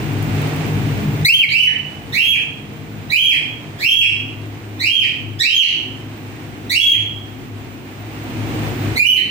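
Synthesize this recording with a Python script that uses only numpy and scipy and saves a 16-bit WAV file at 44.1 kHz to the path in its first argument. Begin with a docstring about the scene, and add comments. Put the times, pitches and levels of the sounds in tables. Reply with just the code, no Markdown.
"""Two pet parrots in a hard-walled room

One parrot calls once, close to a phone; another, far off and mostly heard by way of the walls, answers.
Each whistle is a gliding tone with hoarse overtones, shaped by the throat and given an echoing tail of noise.
Town rumble (noise) rings the low room modes, under broad town noise, a thin electric whine and faint ticks.
The phone's gain control ducks under loud sound, creeps back, and climbs faster after a longer quiet."""
import sys
import numpy as np
from scipy import signal
from scipy.fft import rfft, irfft, next_fast_len
from scipy.io import wavfile
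from scipy.ndimage import uniform_filter1d, minimum_filter1d, map_coordinates

SR = 44100
rng = np.random.default_rng(int(sys.argv[2]) if len(sys.argv) > 2 else 0)


def int16_out(signal):
    """Quantize to a 16-bit WAV file."""
    q = np.round(np.clip(np.atleast_2d(signal).T, -1, 1) * 32767)
    wavfile.write(sys.argv[1], SR, q.astype(np.int16))


N = 410130
TOP_HZ = 15850  # band limit of the phone
LONGEST = SR // 3  # most samples in one whistle


def amp(db):
    """dB to gain."""
    return 10 ** (np.asarray(db) / 20)


def unit(x):
    """Scaled to rms 1."""
    return x / np.sqrt(np.mean(x ** 2) + 1e-20)


def along(points, hz):
    """Values at hz, read between (Hz, value) points on a log axis."""
    f, v = np.transpose(points)
    return np.interp(np.log(hz + 1), np.log(f + 1), v)


def wobble(rate, size=N):
    """A smooth random curve through rate knots a second."""
    knots = rng.standard_normal(int(size * rate / SR) + 4)
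    return map_coordinates(knots, [np.arange(size) * rate / SR])


def filtered(x, response):
    """x with its spectrum times a response of frequency."""
    m = next_fast_len(x.shape[-1] + 8192)
    spectrum = rfft(x, m) * response(np.fft.rfftfreq(m, 1 / SR))
    return irfft(spectrum, m)[..., :x.shape[-1]]


def add(into, s, x):
    """Mixes x in from time s, in seconds."""
    part = into[:, round(s * SR):][:, :x.shape[1]]
    part += x[:, :part.shape[1]]


def rush(gain):
    """Stereo noise of rms 1: a shared middle and a difference set how alike the ports sound at each pitch."""
    # likeness of the two ports: freq_hz, correlation (-1 to 1)
    likeness = [(60, 1), (130, 0.88), (290, 0.87), (640, 0.53), (1410, -0.19), (3100, 0.021), (6820, -0.14),
                (15000, 0.11)]
    # balance of the two ports: freq_hz, left_minus_right_db
    balance = [(60, 2.5), (110, 3), (200, 1), (380, .5), (700, .5), (1290, -2), (2380, -5), (4400, -3.5),
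               (8120, -4), (15000, 0)]

    def mid_side(hz):
        turn = np.arccos(np.clip(along(likeness, hz), -1, 1)) / 2
        return gain(hz) * [np.cos(turn), np.sin(turn)]

    mid, side = filtered(rng.standard_normal((2, N)), mid_side)
    ports = np.array([mid + side, mid - side])
    return unit(filtered(ports, lambda hz: amp(np.outer([.5, -.5], along(balance, hz)))))


def rumble():
    """Low noise rings the room's modes; which ones are strong depends on where the phone is."""
    # path of the phone and loudness of the rumble: time_s, level_db, way into the room (0-1)
    path = [(0, -42.5, 0.4), (1.2, -40.5, 0.11), (2, -43.5, 0.22), (4.5, -43, 0.85), (5.3, -42, 0.98),
            (7.5, -41.5, 0.93), (8.2, -44.5, 0.97), (9.3, -37, 1)]
    # low room modes heard by the window: freq_hz, width_hz, relative_db
    modes_window = [(55, 21, -16), (99, 19, -6.5), (119.7, 18.6, -6.5), (149.6, 14.3, 1.5),
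                    (206.3, 7.8, -2), (270, 29, -10.5), (302, 44, -12), (410, 75, -17.5), (460.5, 9.9, -7)]
    # low room modes heard further in: freq_hz, width_hz, relative_db
    modes_inside = [(57, 44, -20.5), (105.04, 6.4, 1.5), (129.6, 7.5, -7.5), (154, 11.7, -11.5),
                    (214.7, 28, -16.5), (258, 31.5, -11), (313.7, 39, -11.5), (369, 45, -16.5),
                    (465, 98, -22)]

    def ringing(modes):
        def gain(f):
            power = sum((amp(db) * (f * w) ** 2 / ((c * c - f * f) ** 2 + (f * w) ** 2)) ** 2
                        for c, w, db in modes)
            low_cut = 1 + (49 / (f + 1)) ** 16
            high_cut = 1 + (f / 520) ** 4
            return np.sqrt(power) / low_cut / high_cut
        return rush(gain)

    s, level_db, way = np.transpose(path)
    t = np.arange(N) / SR
    way = np.clip(np.interp(t, s, way), 0, 1)
    mix = np.sqrt(1 - way) * ringing(modes_window) + np.sqrt(way) * ringing(modes_inside)
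    return amp(np.interp(t, s, level_db) + wobble(3.415)) * mix


def town_noise():
    """Broad town noise, swelling slightly at a slow and a quicker pace."""
    # colour of the noise: freq_hz, relative_db (per Hz)
    colour = [(30, -25.5), (45, -32), (60, -14.5), (300, -13.5), (556, -17.5), (700, -14), (900, -17.5),
              (1250, -20), (2490, -19.5), (5000, -33), (8000, -36), (10000, -40), (13000, -48.5),
              (14000, -84)]
    swell_db = .8 * wobble(2) + .7 * wobble(18)
    return amp(-50.0 + swell_db) * rush(lambda hz: amp(along(colour, hz)))


def whine():
    """A narrow band of high noise, the thin electric whine, that flickers."""
    # shape of the band: freq_hz, relative_db (per Hz)
    band = [(14400, -60), (14750, -24), (14950, -7), (15130, 0), (15250, -12), (15500, -45), (15800, -70)]
    return amp(-66.0 + 0.5 * wobble(5)) * rush(lambda hz: amp(along(band, hz)))


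def ticks():
    """Faint dry ticks: bursts of differenced, so bright, noise that die 60 dB in 22 ms."""
    # the ticks: start_s, level_db (of the noise before differencing)
    tick_list = [(.2264, -53), (.4179, -53.5), (.4738, -54), (.5621, -54.5), (.6634, -57.5)]
    out, t = np.zeros((2, N)), np.arange(SR // 50) / SR
    for s, db in tick_list:
        bright = np.diff(rng.standard_normal((2, len(t) + 1)))
        add(out, s, amp(db - 60 * t / 0.022) * bright)
    return out


def gesture(rise, hold, fall, first_hz, top_hz, held_hz, last_hz, step, step_hz,
            rise_db, top_db, fall_db, over_db, end_db):
    """Pitch climbs in steps, holds and drops; returns time, pitch and the levels of tone and overtones."""
    # the beak radiates low notes weakly: pitch_hz, gain_db
    low_notes = [(1500, -26), (1900, -11.5), (2100, -11), (2330, -4), (2700, -1)]
    rise_bend, fall_bend = 1.3, 1.4  # the rise slows into the top, the fall speeds up
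    attack_s, attack_db = .013, -12  # onset time constant and depth
    rise_fade_db = -2  # overtones thin out on the way up

    t = np.arange(0, rise + hold + fall, 1 / SR)[:LONGEST]
    up = np.clip(t / rise, 0, 1)
    held = np.clip((t - rise) / hold, 0, 1)
    down = np.clip((t - (rise + hold)) / fall, 0, 1)

    steps = step_hz * np.sin(2 * np.pi * t / step) * (1 - up ** 3)
    climb = top_hz - (top_hz - first_hz) * (1 - up) ** rise_bend
    drop = (held_hz - last_hz) * down ** fall_bend
    pitch = climb + steps + (held_hz - top_hz) * held - drop

    onset_db = attack_db * np.exp(-t / attack_s)
    effort_s = [0.59 * rise, rise + hold / 2, rise + hold + fall / 2]
    effort_db = np.interp(t, effort_s, [rise_db, top_db, fall_db])
    tone_db = onset_db + effort_db + along(low_notes, pitch)
    overtone_db = onset_db + over_db + rise_fade_db * up + (end_db - over_db) * down
    return t, pitch, tone_db, overtone_db


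def whistle(call, waver, flutter_db, hoarse, breath_db):
    """A gliding tone from the syrinx; the throat picks out overtones, hoarsest and breathiest at the start."""
    # throat resonance on the overtones: freq_hz, gain_db
    throat = [(3000, -15), (4000, -4), (4700, -14.5), (5400, -19.5), (6500, -26.5), (7500, -22),
              (9500, -28), (10500, -33.5), (12500, -20), (14000, -29.5), (15500, -24)]
    *shape, treble_db = call
    t, pitch, tone_db, over_db = gesture(*shape)

    def chance(rate):
        return wobble(rate, size=LONGEST)[:len(t)]

    def throat_db(f):
        return along(throat, f) + treble_db * np.clip((f - 7000) / 2000, 0, 1)

    hz = uniform_filter1d(pitch, 500, mode="nearest") * (1 + waver * chance(88.6))
    start = amp(-60 * t / .5)
    # cycle jitter smears high overtones most
    phase = 2 * np.pi * np.cumsum(hz) / SR + hoarse * (0.13 + start) * chance(700)

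    over = 0
    for k in range(2, 9):
        level = amp(throat_db(k * hz) + 3.1 * chance(121.8))
        over = over + level * (k * hz < TOP_HZ) * np.sin(k * phase)
    breath = filtered(rng.standard_normal(LONGEST), lambda f: amp(throat_db(f)) * (f > 3600))[:len(t)]

    tone = amp(tone_db) * np.sin(phase) + amp(over_db) * (over + amp(breath_db) * start * breath)
    edges = np.minimum(1, np.minimum(t, t[-1] - t) / 0.0018)  # short fades against clicks
    return np.sqrt(2) * edges * amp(flutter_db * chance(65.73)) * tone


def room(x, early_db, early_s, build_s):
    """A fresh tail of the walls; each frequency dies at its own speed, after the echoes have built up."""
    # how long the walls ring: freq_hz, t60_s
    walls = [(1500, 0.56), (3000, 0.6), (4200, 0.53), (6000, 0.51), (10000, 0.4), (15000, 0.22)]
    hz, t, z = signal.stft(rng.standard_normal((2, SR)), SR, nperseg=256)
    decay = amp(-60 * t / along(walls, hz)[:, None])
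    early = 1 + amp(early_db - 60 * t / early_s)
    build = 1 - 0.44 * np.exp(-t / build_s)
    tail = signal.istft(z * (decay * early * build), SR, nperseg=256)[1]
    tail = tail / np.linalg.norm(tail, axis=1, keepdims=True)
    late = np.pad(x, (130, 0))  # samples before the first echo
    return signal.fftconvolve(late[None], tail, axes=1)


def straight(x, lead):
    """The direct path to the two ports: sound reaches the left one first, by lead samples."""
    return np.array([np.pad(x, (0, lead)), np.pad(x, (lead, 0))])


def near_bird():
    """The close parrot, mostly straight sound with a weaker room behind it."""
    # its whistles: start_s, rise_s, hold_s, fall_s, first_pitch_hz, top_pitch_hz, pitch_after_hold_hz,
    # last_pitch_hz, step_length_s, step_depth_hz, rise_level_db, top_level_db, fall_level_db,
    # overtones_start_db, overtones_end_db (they sink towards it in the fall), treble_db (from 7 kHz, full at 9)
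    calls = [(1.247, .118, .012, .07, 1803, 3260, 3310, 2140, .046, 120, -10, -19, -11, -13.5, -27, -1)]
    out = np.zeros((2, N))
    for s, *call in calls:
        x = whistle(call, waver=.012, flutter_db=3.5, hoarse=.24, breath_db=-9)
        add(out, s, straight(x, lead=36) * amp([[-.3], [.3]]))
        add(out, s, amp([[-7], [-4]]) * room(x, early_db=8, early_s=0.071, build_s=0.0032))
    return out


def far_bird():
    """The distant parrot, mostly room sound; it reaches the left port first but is louder in the right."""
    # its whistles: start_s, rise_s, hold_s, fall_s, first_pitch_hz, top_pitch_hz, pitch_after_hold_hz,
    # last_pitch_hz, step_length_s, step_depth_hz, rise_level_db, top_level_db, fall_level_db,
    # overtones_start_db, overtones_end_db (they sink towards it in the fall), treble_db (from 7 kHz, full at 9)
    calls = [ (1.486, 0.11, 0.04, .045, 1947, 3010, 2920, 1553, 0.066, 57.3, -17.5, -20.5, -24.5, -23, -50.5, -4.5),
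             (2.122, 0.11, 0.061, 0.07, 1760, 3234, 3276, 1544, 0.0675, 30.2, -17, -25, -20, -22, -42.5, 0),
             (3.097, .11, 0.061, 0.075, 1832, 3287, 3269, 1553, 0.074, 40, -15, -22.5, -19.5, -21.5, -35, 1),
             (3.786, 0.12, 0.083, .05, 1608, 3228, 3305, 1603, 0.075, 40.3, -15.5, -17, -20.5, -20, -32, -1),
             (4.788, 0.14, 0.047, 0.068, 1736, 3280, 3199, 1740, .07, 30, -18, -18.5, -18, -21, -29.5, -5),
             (5.387, .135, .055, 0.067, 1600, 3192, 3240, 1673, 0.068, 15, -18, -20.5, -19.5, -18, -23.5, -9.5),
             (6.695, 0.12, .1, 0.029, 1790, 3347, 3194, 1847, 0.078, 58.5, -19, -12.5, -19.5, -18, -36.5, -1),
             (8.957, 0.13, 0.049, 0.044, 1938, 3050, 3038, 1775, .085, 88, -17.5, -20, -19.5, -25, -28, 3)]
    straight_db, left_minus_right_db = -10.5, -5  # straight path against room sound; balance
    sides = amp(np.array([[.5], [-.5]]) * left_minus_right_db)
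    out = np.zeros((2, N))
    for s, *call in calls:
        x = whistle(call, waver=0.00845, flutter_db=4.5, hoarse=0.25, breath_db=-5.5)
        add(out, s, sides * amp(straight_db) * straight(x, lead=13))
        add(out, s, sides * room(x, early_db=3.5, early_s=1.0, build_s=0.019))
    return out


def scene():
    """All sources at the microphone, before its gain."""
    return rumble() + town_noise() + whine() + ticks() + near_bird() + far_bird()


def gain_control(x):
    """Loud sound turns the gain down; it creeps up, later climbs faster; a soft limiter rides the peaks."""
    full_db, held_db, loud_db = 21, -10.0, -9  # full gain, deepest slow cut, peak that counts as loud
    creep, rise, hold = 1.49, 16, 0.99  # dB/s, then dB/s after this many quiet seconds
    top_db, firm, release = -4, 0.92, 0.066  # limiter: threshold, share of the excess cut, seconds

    step = SR // 400
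    dt = step / SR
    peak = -minimum_filter1d(-np.max(np.abs(x), 0), size=3 * step)[::step]
    slow, fast, quiet, gain_db = 0, 0, hold, []
    for peak_db in full_db + 20 * np.log10(peak + 1e-9):
        loud = peak_db + held_db > loud_db  # judged as if already held down
        quiet = 0 if loud else quiet + dt
        if loud:
            slow = max(held_db, slow - 1)
        else:
            slow = min(0, slow + dt * (creep if quiet < hold else rise))
        fast = min(firm * (top_db - peak_db - slow), fast * (1 - min(1, dt / release)))
        gain_db.append(slow + fast)
    gain_db = uniform_filter1d(gain_db, size=9)  # sluggish enough to let short peaks through
    return x * amp(full_db + np.interp(np.arange(N), np.arange(len(peak)) * step, gain_db))


def record(dry):
    """The phone: gain control, soft clipping, and nothing above the band limit."""
    x = gain_control(dry)
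    x = x / (1 + np.abs(x) ** 8) ** (1 / 8)
    return filtered(x, lambda hz: hz < TOP_HZ)


dry = scene()
out = record(dry)
int16_out(out)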